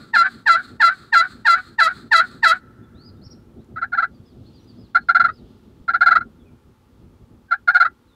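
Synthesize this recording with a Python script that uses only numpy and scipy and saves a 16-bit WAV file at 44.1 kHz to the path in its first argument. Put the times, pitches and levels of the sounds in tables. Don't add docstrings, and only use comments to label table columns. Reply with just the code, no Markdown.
import sys
import numpy as np
from scipy import signal
from scipy.fft import rfft, irfft, next_fast_len
from scipy.io import wavfile
from scipy.ndimage import uniform_filter1d, minimum_filter1d, map_coordinates

SR = 44100
rng = np.random.default_rng(int(sys.argv[2]) if len(sys.argv) > 2 else 0)


def materialize(psi):
    bounded = np.clip(np.atleast_2d(psi).T, -1, 1)
    quanta = np.round(bounded * 32767).astype(np.int16)
    wavfile.write(sys.argv[1], SR, quanta)


def magnitude_from_level(level_db):
    exponent = np.asarray(level_db, float) / 20
    return 10 ** exponent


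N = 359415


def unit(x):
    return x / np.sqrt(np.mean(x ** 2) + 1e-20)


def along(points, hz):
    point_hz, value = np.transpose(points)
    return np.interp(np.log(hz + 1), np.log(point_hz + 1), value)


def over_time(points):
    return np.interp(np.arange(N) / SR, *np.transpose(points))


def wobble(n, rate):
    knots = rng.standard_normal(int((n // (SR // 4) + 1) * rate / 4) + 4)
    return map_coordinates(knots, [np.arange(n) * rate / SR])


def filtered(x, response):
    size = next_fast_len(N + SR // 2)
    return irfft(rfft(x, size) * response(np.fft.rfftfreq(size, 1 / SR)), size)[:N]


def noise(spectrum):
    return unit(filtered(rng.standard_normal(N), lambda hz: magnitude_from_level(along(spectrum, hz))))


def stretch(rows):
    s, *columns = np.transpose(rows)
    first, last = max(round(s[0] * SR), 0), min(round(s[-1] * SR), N)
    k = np.arange(first, last)
    return k, [np.interp(k / SR, s, column) for column in columns]


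def stack(pitch_hz, rough, spectrum, tilt_db, jitter, smear, count):
    n = len(pitch_hz)
    hz = pitch_hz * (1 + jitter * rough * wobble(n, count // 4))
    phase = 2 * np.pi * np.cumsum(hz) / SR
    partial = np.arange(1, 24)[:, None]
    share = np.clip(smear * rough * partial ** .9 / 1.9, 0, 1)
    blur = np.array([wobble(n, count) + 1j * wobble(n, count) for _ in partial]) / np.sqrt(2)
    carrier = np.sqrt(1 - share ** 2) + share * blur
    octaves = np.log2(np.maximum(partial / 2, 1))
    audible = partial * hz < SR / 2
    gain = magnitude_from_level(along(spectrum, partial * hz) + tilt_db * octaves) * audible
    return np.sum(gain * np.real(carrier * np.exp(1j * partial * phase)), axis=0)


def ring(x, modes, direct_db):
    def body(f):
        response = magnitude_from_level(direct_db)
        for centre, width, db in modes:
            response = response + magnitude_from_level(db) * 1j * f * width / (centre ** 2 - f ** 2 + 1j * f * width)
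        return response
    return filtered(x, body)


def echo(x, t60, seconds):
    hz, t, z = signal.stft(rng.standard_normal(int(seconds * SR)), SR, nperseg=256)
    fading = z * magnitude_from_level(-60 * t / along(t60, hz)[:, None])
    tail = signal.istft(fading, SR, nperseg=256)[1]
    return signal.fftconvolve(x, tail / np.linalg.norm(tail))[:N]


# start_s, level_db, lowest_second_partial_hz, length_s, release_db
YELP_ROWS = [(0.126, -13, 1350, 0.16, 15.5), (0.451, -13, 1319, 0.17, 1), (0.791, -12.5, 1327, 0.16, 0.6),
             (1.115, -12.5, 1326, 0.16, 3.9), (1.441, -13, 1336, 0.17, 6), (1.775, -12.5, 1287, .16, -2.5),
             (2.104, -10, 1299, 0.16, -6.4), (2.419, -10, 1290, 0.16, -4.5)]
# (relative, per Hz)
SCRAPE_COLOUR = [(410, -49), (700, -16.5), (893, -21.5), (1070, -20), (1120, -7.5), (1360, -1.5),
                 (2800, -27.5), (4210, -8.5), (5520, -33), (7220, -27.5), (8000, -25), (10100, -36.5),
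                 (15000, -40.5)]


def return_scrape():
    after_s, length_s, rise_s, last_length_s = .125, 0.2, .07, 0.044
    stroke_s = .328
    top_db, start_db, end_db = -47, -3, -14.5
    level = np.zeros(N)
    one_before = YELP_ROWS[0][0] - stroke_s
    for yelp_s in [one_before] + [row[0] for row in YELP_ROWS]:
        start = yelp_s + after_s
        k, (level_db,) = stretch([(start, start_db), (start + rise_s, 0), (start + length_s, end_db)])
        level[k] = magnitude_from_level(top_db + level_db)
    level[round((start + last_length_s) * SR):] = 0
    uneven = magnitude_from_level(1.8 * wobble(N, 60))
    return uniform_filter1d(level, size=900) * uneven * noise(SCRAPE_COLOUR)


# share_of_length, height_0_to_1, level_db, roughness_0_to_1, brightness_db_per_octave
STROKE_SHAPE = [(.03, 1, -30.5, .1, -11), (.085, 0.98, 1.5, 0.2, -7.5), (.16, 0.65, -0.03, 0.6, 2.5),
                (.26, 0.091, 0.5, .3, 0), (.42, 0.04, -10.5, 0.4, 7.5), (.57, 0.0092, -4.5, 0.39, 1.5),
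                (.7, .4, -10, 0.7, -9), (.88, .32, -16.5, 0.8, -6.5), (1.01, 0.3, -44, 0.1, -6)]
# pitch_hz, level_db
SLIP_PARTIALS = [(600, -10.5), (950, 1), (1400, 10), (1850, 2), (2600, -9), (3300, -10), (4100, -8),
                 (4800, -14), (7000, -25), (10000, -32.5), (13000, -42.5), (16000, -43.5)]
# pitch_hz, width_hz, level_db
POT_MODES = [(670.7, 40, -10), (952, 110, -14), (1355, 200, -4.5), (1628, 38, -4), (1753, 210, -6.5),
             (2005, 57, -16), (2480, 73, -14.5), (3261, 60, -14.5), (4027, 260, -5.5), (4660, 67, -12),
             (6690, 67, -9), (7390, 300, -14.5), (9900, 800, -25)]


def yelps():
    entry_hz = 1871
    bright_db, brightens_db_per_s = -1.12, 0.83
    drive = np.zeros(N)
    share, height, shape_db, rough, tilt_db = np.transpose(STROKE_SHAPE)
    for s, db, low_hz, length, release_db in YELP_ROWS:
        pitch = (low_hz + height * (entry_hz - low_hz)) / 2
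        level_db = db + shape_db + release_db * (share > .8)
        tilt = tilt_db + bright_db + brightens_db_per_s * s
        rows = np.transpose([s + share * length, pitch, level_db, rough, tilt])
        k, (hz, level_db, grit, tilt) = stretch(rows)
        drive[k] = magnitude_from_level(level_db) * stack(hz, grit, SLIP_PARTIALS, tilt, jitter=0.026, smear=0.4, count=900)
    return magnitude_from_level(6) * ring(drive, POT_MODES, direct_db=-21.5)


# delay_s, level_db
WALL_COPIES = [(.004, -28.5), (.0075, -14.5), (0.011, -7.5), (0.019, -19), (.024, -30)]
# pitch_hz, time_to_fall_60_db_s
BLIND_T60 = [(600, 0.081), (2000, 0.089), (8000, 0.0067)]


def walls(x, tail_db):
    copies = sum(magnitude_from_level(db) * np.pad(x, (round(s * SR), 0))[:N] for s, db in WALL_COPIES)
    return x + copies + magnitude_from_level(tail_db) * echo(x, BLIND_T60, .3)


# pitch_hz, time_to_fall_60_db_s
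WOODS_T60 = [(600, 2.2), (1400, 3.2), (2000, 2.2), (4000, 1.1), (10000, .5)]


def woods(slate, answer):
    return magnitude_from_level(-49.5) * echo(slate, WOODS_T60, 2.5) + magnitude_from_level(-65) * echo(answer, WOODS_T60, 3.0)


# time_s, level_db
DRUMMING_LEVEL = [(0, -45), (.5, -46.5), (1.7, -50), (2.1, -44), (2.9, -48), (4, -46), (6.2, -47),
                  (6.8, -55), (8.15, -55)]
# (relative, per Hz)
DRUMMING_COLOUR = [(65, -28), (110, -2), (189, -4), (242, 1.5), (298, -9), (337, -4.5), (426, -11),
                   (482, -17), (800, -26), (1040, -59), (1760, -120)]


def drumming(clumps_db):
    return magnitude_from_level(over_time(DRUMMING_LEVEL)) * unit(magnitude_from_level(clumps_db) * noise(DRUMMING_COLOUR))


# time_s, level_db
BUFFETING_LEVEL = [(0, -59.5), (1.799, -53), (2.3, -51), (4.698, -50), (6.2, -52), (8.15, -58.5)]
# (relative, per Hz)
BUFFETING_COLOUR = [(12, -54), (20, -21.5), (59, 2), (120, -0.5), (160, -29.5), (260, -120)]


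def buffeting(clumps_db):
    return magnitude_from_level(over_time(BUFFETING_LEVEL)) * unit(magnitude_from_level(0.93 * clumps_db) * noise(BUFFETING_COLOUR))


# (relative, per Hz)
HISS_COLOUR = [(290, -34.5), (500, -5), (676, -29), (864, -6), (928, -14), (1220, -11.5), (1540, -18.5),
               (2200, -22.5), (8000, -32.5), (15600, -34.5)]


def hiss():
    return magnitude_from_level(-65) * noise(HISS_COLOUR)


# start_s, level_db, pitch_hz
THUD_ROWS = [(1.351, -23, 235), (2.23, -24.5, 210), (3.265, -22, 110), (3.742, -20, 127),
             (4.199, -22, 120.5), (4.404, -40, 220), (5.505, -26, 232.3), (5.811, -26, 67.1)]


def thuds():
    out, t = np.zeros(N), np.arange(SR // 10) / SR
    onset = 1 - np.exp(-t / 0.0046)
    for s, db, hz in THUD_ROWS:
        decay = magnitude_from_level(db - 60 * t / 0.037)
        out[round(s * SR):][:len(t)] += decay * onset * np.sin(2 * np.pi * hz * t)
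    return out


def rain():
    clumps_db = 1.6 * wobble(N, 5) + 2.8 * wobble(N, 22)
    return drumming(clumps_db) + buffeting(clumps_db) + thuds() + hiss()


# (relative, per Hz)
HAZE_COLOUR = [(1800, -40), (2600, -4), (3400, 2), (4700, -3.5), (6000, -14), (9000, -21), (11000, -50.5)]
# time_s, level_db
HAZE_LEVEL = [(2.899, -85), (3.3, -80), (3.9, -80.5), (4.5, -71), (5.502, -71.5), (6.5, -80.5), (7.2, -81),
              (8.15, -81)]


def song_haze():
    return magnitude_from_level(over_time(HAZE_LEVEL) + 1.7 * wobble(N, 12)) * noise(HAZE_COLOUR)


# top_s, top_hz, rise_s, fall_s, level_db
ARCH_ROWS = [(3.079, 4980, .14, 0.023, -51.5), (3.259, 5620, 0.046, 0.013, -50),
             (3.313, 5700, 0.016, 0.022, -50.5), (4.262, 5110, 0.031, .075, -66),
             (4.54, 4900, 0.016, .07, -61.5), (4.797, 5115, 0.053, .08, -64),
             (5.345, 5120, 0.063, 0.063, -62.5)]
# start_s, length_s, first_hz, last_hz, level_db
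SLUR_ROWS = [(2.824, 0.04, 3535, 3460, -68), (3.162, 0.025, 3600, 3750, -68),
             (3.59, 0.036, 3500, 4350, -69.5), (4.134, .04, 4900, 4450, -69), (4.25, .04, 3490, 3400, -68),
             (4.44, 0.035, 3300, 4280, -68), (4.461, 0.028, 4300, 4330, -58),
             (4.594, 0.05, 5730, 5880, -69), (4.672, .05, 4950, 4280, -58.5),
             (4.987, 0.043, 4210, 4290, -58), (5.073, 0.015, 5200, 4800, -61.5),
             (6.39, .04, 3700, 3300, -70), (6.453, .04, 2600, 2250, -65.5), (8.076, 0.078, 4140, 3300, -67)]


def whistles():
    foot_db, arch_end_db, slur_edge_db = -13.5, -2, -3.5
    drop, bend = .33, 1.6
    u = np.linspace(-1, 1, 17)
    tracks = []
    for s, top_hz, rise, fall, db in ARCH_ROWS:
        time = s + u * np.where(u < 0, rise, fall)
        pitch = top_hz * (1 - drop * abs(u) ** bend)
        level_db = db + np.where(u < 0, foot_db * abs(u), arch_end_db * u * u)
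        tracks.append(np.transpose([time, pitch, level_db]))
    for s, length, first_hz, last_hz, db in SLUR_ROWS:
        done = (u + 1) / 2
        pitch = first_hz + (last_hz - first_hz) * done
        tracks.append(np.transpose([s + length * done, pitch, db + slur_edge_db * u * u]))
    out = np.zeros(N)
    for rows in tracks:
        k, (hz, db) = stretch(rows)
        flutter = signal.windows.tukey(len(k), .15) * magnitude_from_level(2.5 * wobble(len(k), 150))
        hz = hz * (1 + .018 * wobble(len(k), 300))
        out[k] += magnitude_from_level(db) * flutter * np.sin(2 * np.pi * np.cumsum(hz) / SR)
    return out


# pitch_hz, time_to_fall_60_db_s
TRUNKS_T60 = [(2500, .6), (4500, .4), (6000, 0.25)]


def birds():
    calls = whistles()
    doubled = magnitude_from_level(-4) * np.pad(calls, (round(.012 * SR), 0))[:N]
    song = song_haze() + calls + doubled
    return song + magnitude_from_level(-10) * echo(song, TRUNKS_T60, 1)


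# start_s, level_db
TICK_ROWS = [(3.645, -50), (4.562, -52), (4.645, -50)]


def ticks():
    out, t = np.zeros(N), np.arange(SR // 50) / SR
    for s, db in TICK_ROWS:
        out[round(s * SR):][:len(t)] += magnitude_from_level(db - 60 * t / .012) * rng.standard_normal(len(t))
    return filtered(out, lambda hz: hz / (hz + 1500) / (1 + (hz / 7000) ** 2))


# start_s, level_db, lowest_second_partial_hz, length_s, late_push_db
CLUCK_ROWS = [(3.7568, -26.5, 1270, 0.037, 1), (3.8111, -20, 1333, 0.037, 3.5),
              (3.9165, -20.5, 1398, 0.0404, 13.5), (3.9676, -14.5, 1333, 0.042, 3),
              (4.018, -14.5, 1295, 0.0312, -0.5), (4.9445, -9, 1355, 0.0323, 1.5),
              (5.0834, -9.5, 1362, 0.033, -5), (5.1443, -6, 1360, 0.03, -0.4),
              (5.1937, -7.5, 1348, 0.027, -1.5), (5.2376, -11, 1347, 0.03, -5.5),
              (5.281, -19.5, 1227, 0.022, -1.5), (5.8766, -15.5, 1355, 0.035, 1),
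              (5.932, -13.5, 1325, 0.033, 3.5), (6.0044, -8, 1372, 0.034, 0.5),
              (6.0568, -4, 1359, 0.0361, -5.5), (6.1039, -8, 1320, 0.03, 4), (6.1498, -7, 1277, 0.024, 4.5),
              (6.203, -25, 1342, 0.019, 4), (7.506, -13.5, 1350, 0.041, -1.9), (7.672, -9, 1379, 0.039, -4),
              (7.7437, -3.5, 1397, 0.031, -2.4), (7.7968, -5.5, 1349, 0.0356, -2.5),
              (7.8452, -13, 1264, 0.0231, 0)]
# share_of_length, height (relative), level_db, roughness_0_to_1, brightness_db_per_octave
CLUCK_SHAPE = [(0.05, 1.3, -35.5, .2, -6), (.13, 1, -10, .2, 0.5), (0.269, .03, -8, 0.3, 1.7),
               (0.47, 0.086, 0, .3, 0.35), (.66, .6, -6.5, .4, 0), (0.92, 1.5, -5.5, 0.6, -5.5),
               (1.039, 2.8, -34, .55, -7.5)]
# start_s, end_s, second_partial_hz, level_db
WHINE_ROWS = [(7.483, 7.514, 1560, -44), (7.722, 7.744, 1565, -23.5)]
# pitch_hz, level_db
HEN_PARTIALS = [(600, -12), (950, 1.5), (1400, 12), (2100, -4.5), (2800, -18.5), (3400, -19), (4100, -15.5),
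                (5000, -33.5), (5900, -38.5), (7200, -33.5), (10000, -45.5), (16000, -57)]
# pitch_hz, width_hz, level_db
THROAT_MODES = [(823, 150, -11.5), (1401, 110, -6), (1610, 1200, -14.5), (1639, 130, -1.5),
                (1980, 25, -16.5), (4110, 400, -3), (4800, 600, -6.5), (6600, 250, -14.5)]


def hen():
    slide_hz_per_s = 4500
    drive = np.zeros(N)
    share, height, shape_db, rough, tilt_db = np.transpose(CLUCK_SHAPE)
    for s, db, low_hz, length, push_db in CLUCK_ROWS:
        pitch = (low_hz + height * slide_hz_per_s * length) / 2
        level_db = db + shape_db + push_db * (share - .5)
        tilt = tilt_db + 0.24 * (db + 10.5)
        rows = np.transpose([s + share * length, pitch, level_db, rough, tilt])
        k, (hz, level_db, rasp, tilt) = stretch(rows)
        drive[k] += magnitude_from_level(level_db) * stack(hz, rasp, HEN_PARTIALS, tilt, jitter=.025, smear=.38, count=900)
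    for start, end, hz, db in WHINE_ROWS:
        k, (pitch, level_db) = stretch([(start, hz / 2, db - 16.5), (end, hz / 2, db)])
        drive[k] += magnitude_from_level(level_db) * stack(pitch, .2, HEN_PARTIALS, -11, jitter=0.024, smear=.5, count=900)
    return ring(drive, THROAT_MODES, direct_db=-16.5)


def scene():
    slate = return_scrape() + yelps()
    answer = hen()
    near = walls(slate, tail_db=-16) + walls(answer, tail_db=-17)
    return (near + woods(slate, answer) + rain() + birds() + ticks())[None]


def roll_off(x):
    return signal.sosfilt(signal.butter(12, 15720, fs=SR, output="sos"), x)


def record(dry):
    top_hz, ceiling = 15730, .8
    level_db = 10 * np.log10(np.abs(uniform_filter1d(dry ** 2, size=3000, axis=1)) + 1e-12)
    eased = dry * magnitude_from_level(-.1 * np.maximum(level_db + 46.0, 0))
    needed = np.minimum(1, ceiling / (np.abs(eased) + 1e-9))
    held = uniform_filter1d(minimum_filter1d(needed, size=400, axis=1), size=200, axis=1)
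    mix = filtered(eased[0] * held[0], lambda hz: hz < top_hz)[None]
    return roll_off(mix)


dry = scene()
out = record(dry)
materialize(out)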